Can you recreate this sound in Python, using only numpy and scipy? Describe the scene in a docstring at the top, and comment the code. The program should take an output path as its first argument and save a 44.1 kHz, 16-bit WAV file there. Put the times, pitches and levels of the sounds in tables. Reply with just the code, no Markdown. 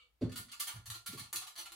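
"""Small hard-walled room: a cleaning rod jerks through a long steel barrel, a few metres from a phone.
Each slip is a short burst of noise grit, coloured by the scrape and by the ring of barrel and rod.
The stock thumps on the floor: decaying sine modes over a dull noise thud; faint narrow 340 Hz rings
sound among the slips. Noise tails make the room ring on. Behind lie faint air, a low wavering hum and,
at the start, a faint ring of noise bands dying away."""
import sys
import numpy as np
from scipy import signal
from scipy.fft import rfft, irfft
from scipy.io import wavfile
from scipy.ndimage import uniform_filter1d

SR = 44100
rng = np.random.default_rng(int(sys.argv[2]) if len(sys.argv) > 2 else 0)


def how_loud(loudness_db):
    """Turn decibels into a plain amplitude multiplier (0 dB gives 1, 20 dB gives 10)."""
    steps = np.asarray(loudness_db, float) / 20
    return 10 ** steps


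def store_wav(level_fs):
    """Save 16-bit WAV to argv[1]."""
    pcm = np.round(np.clip(np.atleast_2d(level_fs), -1, 1) * 32767)
    wavfile.write(sys.argv[1], SR, pcm.T.astype(np.int16))


N = 77175

# room air spectrum: freq_hz, relative_level_db
AIR_SPECTRUM = [(30, -41), (60, -27), (120, -19), (300, -17), (800, -18), (2000, -21), (4300, -23.5),
                (6000, -28), (15000, -27.5)]
# left-right likeness of noise: freq_hz, likeness_0_to_1
LIKENESS = [(60, 0.9), (300, 0.4), (600, 0.24), (1500, 0.01), (15000, 0.06)]
# noise bands of the faint opening ring: centre_hz, width_hz, relative_level_db
FADING_BANDS = [(490, 33, 4.5), (1260, 180, 3), (2282, 52, 12), (2960, 410, 4.5), (3610, 480, -1.5),
                (4430, 380, -1.5), (7340, 3000, -18)]
# room decay by band: centre_hz, t60_s
ROOM_DECAY = [(125, 0.37), (500, 0.39), (1500, 0.26), (4000, 0.27), (9000, 0.26), (14000, 0.21)]
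# thumps of the stock on the floor, and faint narrow 340 Hz rings heard among the slips:
# start_s, level_db, centre_hz, rise_s, decay_scale, spread_octaves
THUMPS_AND_RINGS = [(0.2123, -24, 300, 0.0051, 0.26, 1.47), (.224, -17, 258, 0.008, 0.57, 0.27),
                    (0.23, -20, 117, 0.0099, 0.42, 1.18), (0.244, -37, 387, 0.024, 0.67, 1.3),
                    (0.289, -22.5, 116, 0.013, 0.3, 0.1), (0.305, -30.5, 241, 0.031, 1.78, 0.065),
                    (0.39, -32.5, 107, 0.0092, 0.27, 1.37), (0.735, -23.5, 92, 0.041, 0.52, 0.9),
                    (0.791, -41, 101, 0.0076, 0.25, 0.6), (0.824, -43.5, 60.7, 0.011, 0.64, 0.39),
                    (0.871, -37, 100, 0.017, 0.75, 0.5), (0.917, -55, 118, 0.024, 0.15, 0.8),
                    (0.951, -53, 340, 0.0041, 0.29, 0.078), (1.087, -33.5, 156, 0.007, 0.33, 0.48),
                    (1.126, -30.5, 264, 0.016, 0.49, 0.27), (1.126, -38.5, 390, 0.015, 0.38, 0.45),
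                    (1.129, -31, 143, 0.021, 0.7, 0.26), (1.193, -37, 148, 0.014, 0.37, 0.98),
                    (1.21, -46.5, 57, 0.0074, 0.79, 0.75), (1.335, -57.5, 340, 0.0044, 0.85, 0.048),
                    (1.335, -50.5, 111, 0.022, 0.7, 1.4), (1.566, -52, 340, 0.041, 0.95, 0.042),
                    (1.699, -57, 340, 0.025, 1.1, 0.096)]
# modes of stock and floor, and the 340 Hz ring: freq_hz, relative_level_db, t60_s (before decay_scale)
LOW_MODES = [(57, -13.5, 0.46), (92, -2, 0.17), (112.5, 1.25, 0.24), (143, -3.5, 0.23), (184, -2, 0.24),
             (241, -5.5, 0.11), (256.4, 4, 0.14), (340, 1.5, 0.21), (372.6, -1, 0.28), (422, -1.5, 0.26),
             (510, -9, 0.32), (582, -4.5, 0.25), (655, -12, 0.34)]
# slips of the rod: start_s, relative_level_db, low_share_db, high_share_db, length_s, rise_s
SLIPS = [(0.2087, -46.5, 7.5, -44, 0.034, 0.0045), (.292, -46, 8, -27, 0.013, 0.0017),
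         (0.3175, -37, -11, -12.5, 0.013, 0.00037), (0.3566, -35, 5, -2.5, 0.015, 0.00029),
         (0.37, -31, 6, 5, 0.0092, 0.0036), (0.482, -43.5, 1, -34, 0.018, 0.0041),
         (0.5147, -34, -16, -6.5, 0.01, 0.0024), (0.526, -31.5, 5.5, -19, 0.0084, 0.0049),
         (0.5948, -25, -1, 2, 0.017, 0.0057), (.669, -30.5, 8, 2.5, 0.013, 0.0041),
         (0.684, -34, 8.5, -20, 0.017, 0.0038), (0.755, -38, 10, -9.5, 0.011, 0.0025),
         (0.856, -37.5, 7.5, 0.5, 0.014, 0.0035), (0.9001, -22, 0.5, -5.5, 0.004, 0.0016),
         (0.939, -27.5, 5, -9, 0.011, 0.0079), (1.06, -30, 6.5, 1, 0.015, 0.0027),
         (1.115, -33, 5, -3.5, 0.021, 0.016), (1.17, -33.5, 11.5, 0, 0.019, 0.011),
         (1.194, -28, 3.5, -8, 0.0047, 0.0014), (1.222, -41.5, -1.5, -18, 0.024, 0.0052),
         (1.328, -27.5, 7.5, 4.5, 0.0081, 0.00043), (1.358, -19.5, -16, -4, 0.0036, 0.00099),
         (1.411, -34.5, 6.5, -8.5, 0.015, 0.0028), (1.467, -33.5, 5.5, -5.5, 0.011, 0.0018),
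         (1.553, -35.5, 3, -9.5, 0.013, 0.0031), (1.572, -29.5, 7, -2, 0.025, 0.016),
         (1.653, -33.5, 8.5, -18, 0.012, 0.0019), (1.718, -39.5, 9, -3, 0.0079, 0.0011)]
# scrape colour: freq_hz, relative_level_db
SCRAPE_COLOUR = [(300, -25), (560, -20.5), (720, -11), (1200, -6.5), (1600, -14), (3000, 0), (5500, -5.5),
                 (11000, 0.5), (15500, -4.5)]
# ring of barrel and rod, before each contact shifts it: freq_hz, width_hz, relative_level_db
BARREL_MODES = [(1189, 118, -0.5), (1402.4, 72, 7), (1751, 161, 3), (2142, 260, -3), (3470, 290, -7.5),
                (4393, 590, -1), (4110, 550, -11), (6006, 140, 0), (7376, 60, -1.5), (8560, 430, -16),
                (9840, 280, -4.5), (10800, 410, -4),]

AIR_DB, HUM_DB, HUM_HZ, HUM_HALF_WIDTH_HZ = -83, -80, 57, 14
FADING_DB, FADING_HOLD_S, FADING_T60_S = -63.5, 0.029, 0.26
ROOM_BUILD_S = 0.00041
SLIP_TAIL_DB, THUMP_TAIL_DB = 8, -10  # tail over direct sound
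THUD_DB, THUD_T60_S = -22, 0.32  # re row level; t60 before decay_scale
LOW_SPLIT_HZ, HIGH_SPLIT_HZ = 1177, 6660
RING_DB, SLIP_DB = 8, -13
GRIT_SCATTER_DB = 4
CATCH_DB, CATCH_PER_S = 6.5, 250  # rod catches and frees within a slip
SLIP_GROUPS = 10
CONTACT_DB, CONTACT_SHIFT = 1.5, 0.01  # spread of mode level and fractional detuning per contact place
# As the rod goes deeper, modes over the pivot gain and those under it fade.
DEPTH_DB_PER_S, PIVOT_HZ, MIDWAY_S = 1.5, 3740, 0.96
LEFT_OVER_RIGHT_DB = -1
TOP_HZ = 15750


def shape(points, size):
    """Table interpolated over log frequency on the bins of a transform."""
    table = np.array(points, float)
    log_hz = np.log(np.fft.rfftfreq(size, 1 / SR) + 1)
    return np.interp(log_hz, np.log(table[:, 0]), table[:, 1])


def unit(x):
    """Scale to rms 1."""
    return x / np.sqrt(np.mean(x ** 2))


def causal(gain):
    """Minimum-phase response with this magnitude, by folding the cepstrum."""
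    cepstrum = irfft(np.log(gain + 1e-6))
    half = len(cepstrum) // 2
    cepstrum[1:half] *= 2
    cepstrum[half + 1:] = 0
    return irfft(np.exp(rfft(cepstrum)))


def peaks(table, size):
    """Summed power of steep resonances; width_hz is full width at -6 dB."""
    f_hz = np.fft.rfftfreq(size, 1 / SR)
    return sum(how_loud(2 * db) / (1 + (2 * (f_hz - hz) / width_hz) ** 2) ** 2 for hz, width_hz, db in table)


def stereo_noise(size):
    """Noise pair whose left-right correlation falls from bass to treble."""
    likeness = np.clip(shape(LIKENESS, size), 0, 1)
    mid, side = rfft(rng.standard_normal((2, size)))
    mid = np.sqrt((1 + likeness) / 2) * mid
    side = np.sqrt((1 - likeness) / 2) * side
    return irfft(mid + side * np.array([[1], [-1]]), size)


def air():
    """Faint shaped room noise plus a hum: narrow-band noise, so its level wavers."""
    noise = rfft(stereo_noise(N))
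    f_hz = np.fft.rfftfreq(N, 1 / SR)
    hum_gain = 1 / (1 + ((f_hz - HUM_HZ) / HUM_HALF_WIDTH_HZ) ** 2)
    hiss = unit(irfft(noise * how_loud(shape(AIR_SPECTRUM, N)), N))
    hum = unit(irfft(noise * hum_gain, N))
    return how_loud(AIR_DB) * hiss + how_loud(HUM_DB) * hum


def fading():
    """Resonant noise bands that hold briefly, then die exponentially."""
    t_s = np.arange(N) / SR
    bands = unit(irfft(rfft(stereo_noise(N)) * np.sqrt(peaks(FADING_BANDS, N)), N))
    return bands * how_loud(FADING_DB - 60 * np.maximum(t_s - FADING_HOLD_S, 0) / FADING_T60_S)


def room(x, tail_db):
    """Direct sound plus a dense stereo noise tail that dies band by band."""
    size = SR // 2
    t_s = np.arange(size) / SR
    spectrum = rfft(stereo_noise(size))
    octave = np.log2(np.fft.rfftfreq(size, 1 / SR) + 1)
    centres = np.log2(np.array(ROOM_DECAY)[:, 0])
    tail = 0
    for k, (hz, t60_s) in enumerate(ROOM_DECAY):
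        share = np.interp(octave, centres, np.eye(len(centres))[k])  # crossfaded bands
        tail = tail + irfft(spectrum * share, size) * how_loud(-60 * t_s / t60_s)
    tail = tail * (1 - np.exp(-t_s / ROOM_BUILD_S))
    tail = tail / np.sqrt(np.mean(np.sum(tail ** 2, axis=1)))  # unit energy
    return x + how_loud(tail_db) * signal.fftconvolve(x[None], tail, axes=1)[:, :N]


def thumps_and_rings():
    """Floor blows and narrow 340 Hz rings: modes near the centre swell over a noise thud and die away."""
    t_s, out = np.arange(N) / SR, np.zeros(N)
    f_hz = np.fft.rfftfreq(N, 1 / SR) + 1  # +1 avoids log of zero
    noise = rfft(rng.standard_normal(N))
    for start_s, db, centre_hz, rise_s, decay_scale, octaves in THUMPS_AND_RINGS:
        since_s = np.maximum(t_s - start_s, 0)
        swell = (1 - np.exp(-since_s / rise_s)) ** 2
        thud_gain = np.exp(-(np.log2(f_hz / centre_hz) / (2 * octaves)) ** 2)
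        thud = unit(irfft(noise * thud_gain, N))
        out += swell * how_loud(db + THUD_DB - 60 * since_s / (THUD_T60_S * decay_scale)) * thud
        for hz, mode_db, t60_s in LOW_MODES:
            near = np.exp(-(np.log2(hz / centre_hz) / octaves) ** 2)
            decay = how_loud(db + mode_db - 60 * since_s / (t60_s * decay_scale))
            out += near * decay * swell * np.sin(2 * np.pi * hz * since_s)
    return out


def grit_clicks():
    """Noise of uneven clicks, in which the rod catches and frees."""
    catch = np.interp(np.arange(N) / SR * CATCH_PER_S, np.arange(N // 20), rng.standard_normal(N // 20))
    click_db = GRIT_SCATTER_DB * rng.exponential(size=N) + CATCH_DB * catch
    grit = unit(rng.standard_normal(N) * how_loud(click_db))
    return grit / np.sqrt(uniform_filter1d(grit ** 2, size=400))  # evened over 9 ms: slips keep set loudness


def barrel_body(mean_s):
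    """Scrape colour plus barrel modes, stirred and detuned by contact place and tilted by depth."""
    depth_db = DEPTH_DB_PER_S * (mean_s - MIDWAY_S)
    chance = rng.standard_normal((len(BARREL_MODES), 2))
    stirred = []
    for (hz, width_hz, db), (detune, stir) in zip(BARREL_MODES, chance):
        tilt_db = depth_db * np.tanh(4 * np.log(hz / PIVOT_HZ))
        stirred.append((hz * (1 + CONTACT_SHIFT * detune), width_hz, db + CONTACT_DB * stir + tilt_db))
    ring_power = how_loud(2 * RING_DB) * peaks(stirred, size=8192)
    body = causal(how_loud(shape(SCRAPE_COLOUR, size=8192)) * np.sqrt(1 + ring_power))
    return body / np.sqrt(np.sum(body ** 2))


def slips(rows):
    """Each slip is a grit burst in three bands, ringing the barrel."""
    t_s, gains = np.arange(N) / SR, np.zeros((3, N))
    for start_s, db, low_db, high_db, length_s, rise_s in rows:
        since_s = np.maximum(t_s - start_s, 0)
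        envelope = (1 - np.exp(-since_s / rise_s)) * np.exp(-(since_s / length_s) ** 2)
        gains += how_loud(np.array([[low_db], [0], [high_db]]) + db) * envelope
    grit = grit_clicks()

    def band(gain, edge_hz, kind):
        """Second-order Butterworth band of the gated grit."""
        return signal.sosfilt(signal.butter(2, edge_hz, kind, fs=SR, output="sos"), grit * gain)

    low = band(gains[0], LOW_SPLIT_HZ, "low")
    mid = band(gains[1], [LOW_SPLIT_HZ, HIGH_SPLIT_HZ], "band")
    high = band(gains[2], HIGH_SPLIT_HZ, "high")
    body = barrel_body(np.mean(rows[:, 0]))
    return how_loud(SLIP_DB) * signal.fftconvolve(low - mid + high, body)[:N]


def scene():
    """Slips, thumps and rings over air; each successive slip group has its own random tail and barrel ring."""
    pan = how_loud(np.array([[LEFT_OVER_RIGHT_DB], [-LEFT_OVER_RIGHT_DB]]) / 2)
    groups = np.array_split(np.array(SLIPS), SLIP_GROUPS)
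    rod = sum(room(slips(rows), SLIP_TAIL_DB) for rows in groups)
    return pan * (rod + room(thumps_and_rings(), THUMP_TAIL_DB)) + air() + fading()


def top_cut(x):
    """Nothing passes above the cut-off."""
    return signal.sosfilt(signal.butter(12, 16650, fs=SR, output="sos"), x)


def record(dry):
    """The phone cuts the top with a steep elliptic low-pass."""
    low_pass = signal.ellip(8, 0.2, 45, TOP_HZ, fs=SR, output="sos")  # order, ripple dB, stopband dB
    cut = signal.sosfilt(low_pass, dry)
    return top_cut(cut)


dry = scene()
out = record(dry)
store_wav(out)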